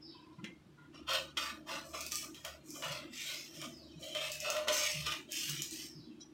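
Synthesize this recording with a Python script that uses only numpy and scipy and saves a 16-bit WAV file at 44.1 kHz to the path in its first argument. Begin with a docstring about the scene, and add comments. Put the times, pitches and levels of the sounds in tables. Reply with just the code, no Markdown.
"""A steel scraper cuts old sealant from the stone rim of a tiled sink, in short strokes.
Its edge sticks and slips, shaking the blade, catches on the stone and snaps off brittle flakes.
One microphone in the small kitchen hears this directly and off the tiles, with hands bumping the counter.
Behind it an appliance drones; far off outside, a bird gives a few falling whistles."""
import sys
import numpy as np
from scipy import signal
from scipy.fft import rfft, irfft, next_fast_len
from scipy.io import wavfile
from scipy.ndimage import uniform_filter1d, map_coordinates

SR = 44100
rng = np.random.default_rng(int(sys.argv[2]) if len(sys.argv) > 2 else 0)


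def transcribe(signal):
    """Save signal, clipped to [-1, 1], as a 16-bit WAV file at the path in sys.argv[1]."""
    frames = np.atleast_2d(signal).T
    limited = np.clip(frames, -1, 1)
    pcm = np.round(limited * 32767).astype(np.int16)
    wavfile.write(sys.argv[1], SR, pcm)


N = 279461

# the appliance in the background, its hum's fundamental and its drone: time_s, level_db
HUM_LEVEL = [(0.0, -79), (0.97, -79), (1.04, -59), (1.84, -72), (1.91, -60), (2.44, -75), (2.5, -55.5),
             (2.79, -86), (2.91, -59), (3.25, -101), (3.63, -69), (4.9, -67.5), (5.05, -53), (5.31, -92),
             (5.49, -67), (6.34, -77)]
DRONE_LEVELS = [(0.0, -64), (0.02, -62), (0.48, -59.5), (0.63, -72), (1.02, -57), (1.06, -65.5),
                (1.75, -57), (1.89, -63), (2.33, -56.5), (2.49, -76), (2.74, -54), (2.89, -70), (3.05, -55),
                (3.21, -64), (3.72, -58.5), (3.76, -61.5), (4.16, -57.5), (4.25, -76), (4.71, -54.5),
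                (4.99, -73), (5.15, -57), (6.34, -58)]
# spectra of room air, drone, catches, flakes, scouring and grit: frequency_hz, relative_db
AIR_SPECTRUM = [(20, -24), (60, -7.5), (140, -2.5), (300, -6), (450, -6.5), (700, -10), (1000, -10.5),
                (2000, -16.5), (3000, -16), (5000, -21.5), (8000, -28), (12000, -33.5), (16000, -39)]
DRONE_SPECTRUM = [(170, -34), (220, -6.5), (270, -7.5), (315, 2), (360, -4.5), (420, -22), (600, -42),
                  (1200, -120)]
CATCH_SPECTRUM = [(150, -65), (380, 7), (550, 2.5), (800, -19), (1200, 6.5), (1650, 3), (3000, 13),
                  (4600, -0.5), (5600, 6), (9000, -8.5), (16000, -16.5)]
FLAKE_SPECTRUM = [(300, -55), (900, -45), (2000, -37), (4000, -1.5), (5500, 9.5), (7500, 6), (10000, -4),
                  (16000, -3.5)]
SCOUR_SPECTRUM = [(1000, -74), (1400, -16.5), (1800, -4), (2600, 1), (3400, -2), (4300, -5), (5200, -17),
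                  (7000, -99)]
GRIT_SPECTRUM = [(2500, -51), (4300, -10), (5400, 1.5), (6500, -1.5), (7400, -6.5), (8500, -7), (9800, -15),
                 (11500, -14), (13500, -12), (16000, -18.5)]
# how long the tiled kitchen rings: frequency_hz, t60_s
KITCHEN_DECAY = [(150, 0.55), (600, 0.35), (3000, 0.27), (7000, 0.31), (15000, 0.28)]
# the far bird: start_s, level_db, first_pitch_hz, note_spacing_s
BIRD_CALLS = [(.005, -52.5, 5330, 0.029), (3.71, -56, 5240, 0.052), (5.877, -56, 5516, 0.053)]
# hands on the counter: start_s, level_db, pitch_hz, length_s
HAND_BUMPS = [(.38, -42.5, 167, 0.026), (.43, -46, 210, 0.029), (.66, -50.5, 147, 0.02),
              (1.52, -46, 224, 0.031), (1.75, -48, 226, 0.018), (2.85, -46, 151, 0.096),
              (3.09, -48.5, 250, 0.031), (3.565, -50, 152.5, 0.075), (3.655, -45, 238, 0.042),
              (3.95, -49, 155, 0.07), (4.93, -42.5, 148.7, 0.12), (5.45, -44, 147, 0.13),
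              (5.95, -44.5, 149.5, 0.063), (6.06, -48, 228, 0.087)]

# modes of the blade, free and then pressed to the stone (low, middle, high): pitch_hz, width_hz, gain_db
FREE_MODES = [(1005, 38, 7.5), (1168, 35, -5.5), (1364, 88, -7.5), (2055, 73, -1), (2400, 53, -4.5),
              (3066, 21, 9), (3268, 69, -2), (3950, 41, 3.5), (5420, 450, -7), (5870, 66, -3),
              (6570, 480, -18), (8060, 160, -13), (8840, 110, -10)]
FLEX_MODES = [(426, 19, -15), (530.5, 35, -5.5), (615, 48, -0.5), (671, 36, -4.5), (720, 15, -7.5)]
CHATTER_MODES = [(867, 14, -1), (1003, 116, -5.5), (1149, 52, 2), (1216, 24.3, 7), (1344.6, 48, 2),
                 (1482, 46, -1.5), (1794, 73, -5.5)]
RASP_MODES = [(1946, 17, -5.5), (2340, 186, -1.5), (2475, 410, -0.5), (2943, 114, 2.5), (3213, 174, 0),
              (3630, 45, 0)]
# light touches of the blade: start_s, level_db, length_s, favoured_pitch_hz
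BLADE_TOUCHES = [(0.143, -58.5, 0.2, 980), (0.325, -63.5, 0.085, 4270), (0.386, -50, 0.016, 1390),
                 (0.447, -46, 0.03, 2120), (0.777, -59.5, 0.079, 1380), (0.943, -57.5, 0.067, 5300),
                 (1.079, -42, 0.023, 1200), (1.281, -55, 0.038, 3920), (1.372, -29, 0.011, 3300),
                 (1.944, -48, 0.035, 2070), (2.345, -52, 0.033, 3020), (2.741, -49, 0.067, 3080),
                 (2.831, -46.5, 0.083, 1520), (3.91, -61, 0.18, 4400), (4.023, -44, 0.14, 3140),
                 (4.149, -37, 0.023, 3020), (4.683, -40, 0.011, 1250), (4.684, -31, 0.012, 3040),
                 (5.286, -52.5, 0.054, 3260), (5.785, -68, 0.025, 990), (6.205, -51.5, 0.031, 5300)]
# tones held by friction: start_s, level_db, rise_s, hold_s, release_s, pitch_hz
FRICTION_TONES = [(0.773, -64, .015, 0.074, 0.06, 1418), (1.085, -44.5, 0.04, 0.078, 0.11, 535),
                  (2.118, -52, .012, 0.04, 0.031, 1210), (4.146, -41, 0.019, .006, 0.05, 609),
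                  (4.283, -49, 0.027, .005, 0.032, 608), (4.422, -43.5, 0.018, 0.12, .06, 610),
                  (4.542, -35, 0.034, .006, 0.17, 611.5), (4.674, -31, .022, 0.016, 0.079, 610),
                  (4.782, -49, 0.038, 0.097, 0.26, 607), (5.285, -57, 0.0099, 0.0037, 0.071, 604)]
# flakes breaking off: start_s, level_db
FLAKE_SNAPS = [(1.1346, -27), (2.0076, -29), (2.0125, -28.5), (2.065, -25.5), (2.12, -23), (2.1563, -24),
               (2.1717, -29.5), (2.7057, -33.5), (2.9218, -34), (3.3009, -43), (4.3183, -28.5),
               (4.4032, -28), (4.5021, -22), (4.767, -39), (4.7754, -24.5), (4.9162, -26), (5.3204, -27.5),
               (5.4952, -24), (5.4984, -23), (5.6203, -21.5), (5.7103, -33)]
# the edge catching on the stone: start_s, level_db, tilt_db_per_decade
EDGE_CATCHES = [(0.4429, -33, -10.5), (1.3716, -23, -3), (1.715, -35, 5), (1.943, -40, -19),
                (2.3453, -38.5, 16), (2.4491, -25, 17), (2.8233, -32, -1), (3.6153, -32, 12),
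                (4.15, -30, 1), (4.5662, -24, 3), (4.6831, -16.5, -0.5), (5.0659, -25.5, 2),
                (5.1218, -24, 6)]
# strokes along the rim; pushes bite deep and shake the blade, light drags mostly crumble grit:
# start_s, rise_s, hold_s, release_s, rasp_db, flex_db, chatter_db, grit_db, flatness (0 steep, 1 flat)
# flex, chatter and grit are relative to the rasp
SCRAPER_STROKES = [ (.925, 0.021, 0.013, 0.21, -60.5, -2.5, 1.5, -12, 0.32),
                   (1.065, 0.081, 0.0082, 0.11, -35, -9.5, -2.5, -8.5, 0.45),
                   (1.368, .006, 0.093, 0.13, -41, -12.5, -1, -5.5, 0.84),
                   (1.51, .025, 0.097, .04, -71.5, 11.5, -8, -8, 0.75),
                   (1.659, 0.044, 0.08, 0.14, -46, -4, 2, -5.5, 0.93),
                   (1.835, 0.026, 0.062, .06, -69, 15, -3, 12.5, .6),
                   (1.927, 0.018, 0.046, 0.099, -48.5, 2.5, 0.5, -0.5, 0.81),
                   (2.0, .012, 0.063, 0.081, -50, -12, -7, -4, 0.99),
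                   (2.105, 0.025, 0.1, 0.12, -49, -22, -21, 6, 0.84),
                   (2.225, 0.013, 0.024, .08, -66, 6, 8.5, -3, .6),
                   (2.335, 0.018, 0.12, .08, -60, -10, -4, 0, 0.36),
                   (2.442, .012, 0.015, .18, -50, -1.5, -0.5, -8, 0.74),
                   (2.625, 0.13, 0.085, .12, -65, -9.5, -5.5, 13.5, 0.45),
                   (2.74, 0.029, .04, .06, -64, 6, 3, 8, 0.47),
                   (2.816, .035, 0.028, 0.21, -41, -7.5, -1.5, -7.5, 0.53),
                   (2.91, .02, 0.02, 0.21, -46, -5, -11, -11, 0.78),
                   (3.095, 0.17, .08, 0.16, -42.5, -36, -15.5, -4.5, 0.65),
                   (3.24, 0.033, 0.045, 0.54, -49, -10, -9.5, 0, 1),
                   (3.521, 0.044, 0.091, 0.17, -53, -10, -26, -1, 0.6),
                   (3.69, 0.14, 0.18, 0.5, -78, 11, -18, 7, 1),
                   (3.6, 0.029, 0.011, 0.082, -49, -6, -7, -23, 0.43),
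                   (3.981, .07, 0.12, 0.091, -56, 2, -13, 3, 0.36),
                   (4.139, 0.046, 0.04, 0.11, -44.5, -3, -8, -6.5, 0.57),
                   (4.2, 0.036, 0.025, 0.2, -41.5, -10, -8, -5, 0.81),
                   (4.305, .022, .01, 0.18, -46.5, -13, -26, -0.5, 0.42),
                   (4.391, 0.033, 0.024, 0.11, -44, -9, -22, -6.5, .6),
                   (4.434, 0.032, 0.098, 0.22, -42, -0.5, 0.5, -8.5, 0.64),
                   (4.67, 0.0075, 0.037, 0.055, -41.5, -1, 3, -9, .5),
                   (4.71, .025, 0.076, .24, -38, -12.5, -5.5, 1.5, 0.74),
                   (4.82, 0.025, 0.13, .28, -41.5, -20.5, -15, -1, 0.98),
                   (5.039, 0.039, 0.067, 0.093, -40.5, -17.5, -7, -9, 0.45),
                   (5.288, 0.11, 0.096, 0.4, -41, -34.5, -25.5, 0, 0.54),
                   (5.47, 0.024, .17, 0.047, -48, -36, -12, -14, 1),
                   (5.7, 0.035, 0.13, 0.052, -51, -20, -21, 4, 0.45), ]
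# where a shifting grip colours the sound most: frequency_hz, depth_factor
GRIP_DEPTH = [(700, 0.19), (1500, 1), (5000, 1.0), (12000, 0.68)]


def amp(db):
    """Decibels to gain."""
    return 10 ** (np.asarray(db) / 20)


def unit(x):
    """Scale to rms 1."""
    return x / np.sqrt(np.mean(x ** 2) + 1e-20)


def along(points, hz):
    """Read (frequency_hz, value) points along a log frequency axis."""
    frequencies, values = np.transpose(points)
    return np.interp(np.log(hz + 1), np.log(frequencies + 1), values)


def curve(points):
    """Join (time_s, value) points, one value a sample."""
    return np.interp(np.arange(N) / SR, *np.transpose(points))


def wobble(rate, length=N):
    """A smooth random curve, rate knots a second."""
    knots = rng.standard_normal(int(length * rate / SR) + 4)
    return map_coordinates(knots, [np.arange(length) * rate / SR])


def filtered(x, response):
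    """Pass x through a complex response of frequency."""
    size = next_fast_len(len(x) + SR // 2)
    return irfft(rfft(x, size) * response(np.fft.rfftfreq(size, 1 / SR)), size)[:len(x)]


def coloured(x, spectrum):
    """x shaped by a smooth spectrum, at rms 1."""
    return unit(filtered(x, lambda hz: amp(along(spectrum, hz))))


def resonate(x, modes):
    """x rung through modes of alternating sign, at rms 1; little sounds far outside their range."""
    def response(f):
        return sum((-1) ** k * amp(db) * 1j * f * width / (hz * hz - f * f + 1j * f * width)
                   for k, (hz, width, db) in enumerate(modes))
    edges_hz = [modes[0][0] * .85, modes[-1][0] * 1.18]
    band = signal.butter(2, edges_hz, "band", fs=SR, output="sos")
    return unit(signal.sosfilt(band, filtered(x, response)))


def add(track, start_s, sound):
    """Mix a sound into the track from start_s."""
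    part = track[max(round(start_s * SR), 0):][:len(sound)]
    part += sound[:len(part)]


def burst(t60_s, length=SR // 4):
    """Noise that dies away, 60 dB in t60_s."""
    t = np.arange(length) / SR
    return rng.standard_normal(length) * amp(-60 * t / t60_s)


def room_air():
    """The still air of the kitchen: a faint, steady rush."""
    return amp(-62.5) * coloured(rng.standard_normal(N), AIR_SPECTRUM)


def appliance():
    """In the background, an appliance gives a wavering hum, its octave and a low, noisy drone."""
    phase = 2 * np.pi * np.cumsum(74 * (1 + 0.0167 * wobble(6.6))) / SR
    hum = amp(curve(HUM_LEVEL) + 1.5 + 2.1 * wobble(10)) * np.sin(phase)
    octave = amp(-67 + 3.3 * wobble(4.8)) * np.sin(2 * phase)
    drone_gain = amp(curve(DRONE_LEVELS) + 2.0 + wobble(14))
    return hum + octave + drone_gain * coloured(rng.standard_normal(N), DRONE_SPECTRUM)


def far_bird():
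    """Far off, buzzy sliding notes, each lower and softer than the last, smeared by the walls outside."""
    step_oct, widening, sag_oct_per_s, fade_db = .16, 1.33, 1.59, 3
    out, t = np.zeros(N), np.arange(SR // 2) / SR
    envelope = (1 - np.exp(-(t / 0.0076) ** 2)) * np.exp(-(t / 0.072) ** 2)
    for start, db, first_hz, spacing in BIRD_CALLS:
        for k in range(5):
            fall_oct = step_oct * k ** widening + sag_oct_per_s * t
            pitch_hz = first_hz * 2 ** -fall_oct * (1 + .03 * wobble(500, len(t)))
            note = envelope * np.sin(2 * np.pi * np.cumsum(pitch_hz) / SR)
            walls = burst(t60_s=.55, length=len(t))
            distant = signal.fftconvolve(note, walls / np.linalg.norm(walls))
            add(out, start + k * spacing, amp(db + 3.5 - k * fade_db) * distant)
    return out


def kitchen(x, wet_db):
    """At the microphone: direct sound plus the tiled room's tail, which changes as the source moves."""
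    out, hop = np.zeros(N), SR // 3
    for centre in np.arange(0, N + hop, hop):
        hz, t, noise = signal.stft(rng.standard_normal(SR // 2), SR, nperseg=256)
        decay = amp(-60 * t / along(KITCHEN_DECAY, hz)[:, None])
        tail = signal.istft(noise * decay, SR, nperseg=256)[1]
        span = np.arange(max(centre - hop, 0), min(centre + hop, N))
        crossfade = np.cos(np.pi / 2 * (span - centre) / hop)
        add(out, span[0] / SR, signal.fftconvolve(x[span] * crossfade, tail / np.linalg.norm(tail)))
    return (x + amp(wet_db) * out) / np.hypot(1, amp(wet_db))


def hand_bumps():
    """Soft hands on the counter give dull, uneven thuds that swell and fade, sagging in pitch."""
    out = np.zeros(N)
    for start, db, hz, length in HAND_BUMPS:
        progress = np.linspace(0, 1, round(length * SR))
        pitch_hz = hz * (1 - 0.12 * (progress - .5))
        phase = 2 * np.pi * np.cumsum(pitch_hz) / SR + 0.43 * wobble(64, len(progress))
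        envelope = amp(db + 1.4 * wobble(62, len(progress))) * np.sin(np.pi * progress)
        add(out, start, envelope * np.sin(phase))
    return out


def blade_touches():
    """The barely loaded blade rings in its own modes; the contact point favours some of them."""
    out, t = np.zeros(N), np.arange(SR // 3) / SR
    for start, db, length, favoured_hz in BLADE_TOUCHES:
        rub = rng.standard_normal(len(t)) * amp(-6 * t / length) * (t < length)
        modes = [(hz, width, gain_db - 16 * abs(np.log2(hz / favoured_hz)))
                 for hz, width, gain_db in FREE_MODES]
        add(out, start, amp(db - 4) * np.sqrt(length / t[-1]) * resonate(rub, modes))
    return out


def push(t, rise, hold, release):
    """Force of one push: the edge lands and grips, slides with a sagging force and is eased off."""
    contact = np.clip(3.4 * t / rise, 0, 1)  # full contact comes early in the rise
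    grip_db = 15 * np.clip(1 - t / rise, 0, 1) ** 2
    sag_db = 34 * np.clip(t - rise, 0, hold)
    ease_db = 24.5 * np.maximum(t - rise - hold, 0) / release
    return contact * amp(-grip_db - sag_db - ease_db)


def blade_singing():
    """Friction keeps a low mode of the blade going as an almost steady tone."""
    out, t = np.zeros(N), np.arange(SR) / SR
    for start, db, rise, hold, release, hz in FRICTION_TONES:
        phase = 2 * np.pi * hz * t + .5 * wobble(50, len(t))
        envelope = amp(db + 1.4 * wobble(56, len(t))) * push(t, rise, hold, release)
        add(out, start, envelope * np.sqrt(2) * np.sin(phase))
    return out


def flake_snaps():
    """Brittle flakes of sealant break with a very short, bright crack."""
    out = np.zeros(N)
    for start, db in FLAKE_SNAPS:
        crack = coloured(burst(t60_s=0.0068), FLAKE_SPECTRUM)
        add(out, start, amp(db + 5) * crack / np.abs(crack).max())
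    return out


def edge_catches():
    """The edge jolts against the stone: a hard clack and a steely ping."""
    out = np.zeros(N)
    for start, db, tilt in EDGE_CATCHES:
        spectrum = [(hz, level + tilt * np.log10(hz / 2500)) for hz, level in CATCH_SPECTRUM]
        clack = coloured(burst(t60_s=.028), spectrum)
        ping = resonate(burst(t60_s=0.0099), FREE_MODES)
        add(out, start, amp(db + 1) * clack / np.abs(clack).max())
        add(out, start, amp(db - 14) * ping / np.abs(ping).max())
    return out


def shifting_grip(x, depth_db, width_hz, life_s):
    """The grip and contact point shift, so narrow resonances come and go."""
    hz, t, bands = signal.stft(x, SR, nperseg=1024, noverlap=768)
    grid = np.meshgrid(hz / width_hz, t / life_s, indexing="ij")
    drift = map_coordinates(rng.standard_normal((512, 256)), grid, mode="wrap")
    gain = amp(depth_db * along(GRIP_DEPTH, hz)[:, None] * np.clip(drift, -2, 2))
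    gain /= np.sqrt(np.mean(gain ** 2, axis=1, keepdims=True))
    return signal.istft(bands * gain, SR, nperseg=1024, noverlap=768)[1][:N]


def slips(per_s, spread_db):
    """Tiny slips at random moments: many small, a few large."""
    happens = rng.random(N) < per_s / SR
    size = amp(spread_db * np.clip(rng.standard_normal(N), -2, 2))
    return unit(happens * size * rng.choice([-1, 1], N))


def stroke_drives():
    """How hard the strokes drive flexing, chatter, rasp, scouring and grit; overlaps add in power."""
    power, t = np.zeros((5, N)), np.arange(SR) / SR
    for start, rise, hold, release, db, flex_db, chatter_db, grit_db, flatness in SCRAPER_STROKES:
        force = push(t, rise, hold, release)
        steep = np.sqrt(1 - flatness) * force  # a steep edge drives the steel's resonances
        flat = np.sqrt(flatness) * force  # a flat one hisses over the stone
        drives = [amp(flex_db) * force, amp(chatter_db) * force, steep, flat, amp(grit_db) * force ** .97]
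        for track, drive in zip(power, drives):
            add(track, start, (amp(db) * drive) ** 2)
    return np.sqrt(power)


def scraping():
    """On the sink's rim, slips of the edge shake the blade's modes and crumble the sealant."""
    flex, chatter, steep, flat, crumbling = stroke_drives()
    judder = amp(0.44 * wobble(45) + 1.4 * wobble(220))  # the edge grips unevenly
    coarse = slips(per_s=2200, spread_db=5.0) * judder
    fine = slips(per_s=5000, spread_db=3.0) * judder
    crumbs = slips(per_s=130, spread_db=2.5)
    blade = flex * resonate(coarse, FLEX_MODES) + chatter * resonate(coarse, CHATTER_MODES)
    rasp = steep * resonate(coarse, RASP_MODES)
    scouring = flat * coloured(fine, SCOUR_SPECTRUM)
    grit = crumbling * coloured(fine + 0.21 * crumbs, GRIT_SPECTRUM)
    return blade + rasp + scouring + grit


def scene():
    """From one spot in the kitchen, in mono: work at the sink in front, appliance and bird behind."""
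    rubbing = kitchen(scraping() + blade_touches() + hand_bumps(), wet_db=-5.0)
    rubbing = shifting_grip(rubbing, depth_db=4.8, width_hz=130, life_s=.11)
    impacts = kitchen(edge_catches() + flake_snaps(), wet_db=0.5)
    return (rubbing + blade_singing() + impacts + far_bird() + appliance() + room_air())[None]


def noise_suppressor(x, depth_db, threshold_db):
    """Whatever stays near a band's own floor is turned down; the bass is mostly spared."""
    hz, _, bands = signal.stft(x, SR, nperseg=1024, noverlap=768)
    power = np.abs(uniform_filter1d(np.abs(bands) ** 2, 3, axis=1))
    floor = uniform_filter1d(np.percentile(power, 10, axis=1), 9)[:, None]
    openness = 1 / (1 + (floor * amp(threshold_db) ** 2 / (power + 1e-20)) ** 2)
    least_gain = amp(-depth_db * np.clip(hz / 500, 0, 1) ** 2)[:, None]
    gain = least_gain + (1 - least_gain) * openness
    return signal.istft(bands * gain, SR, nperseg=1024, noverlap=768)[1][:N]


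def record(dry):
    """After the microphone, steady noise is suppressed and nothing above 15.9 kHz is kept."""
    clean = noise_suppressor(dry[0], depth_db=7, threshold_db=11)
    return filtered(clean, lambda hz: hz < 15900)[None]


dry = scene()
out = record(dry)
transcribe(out)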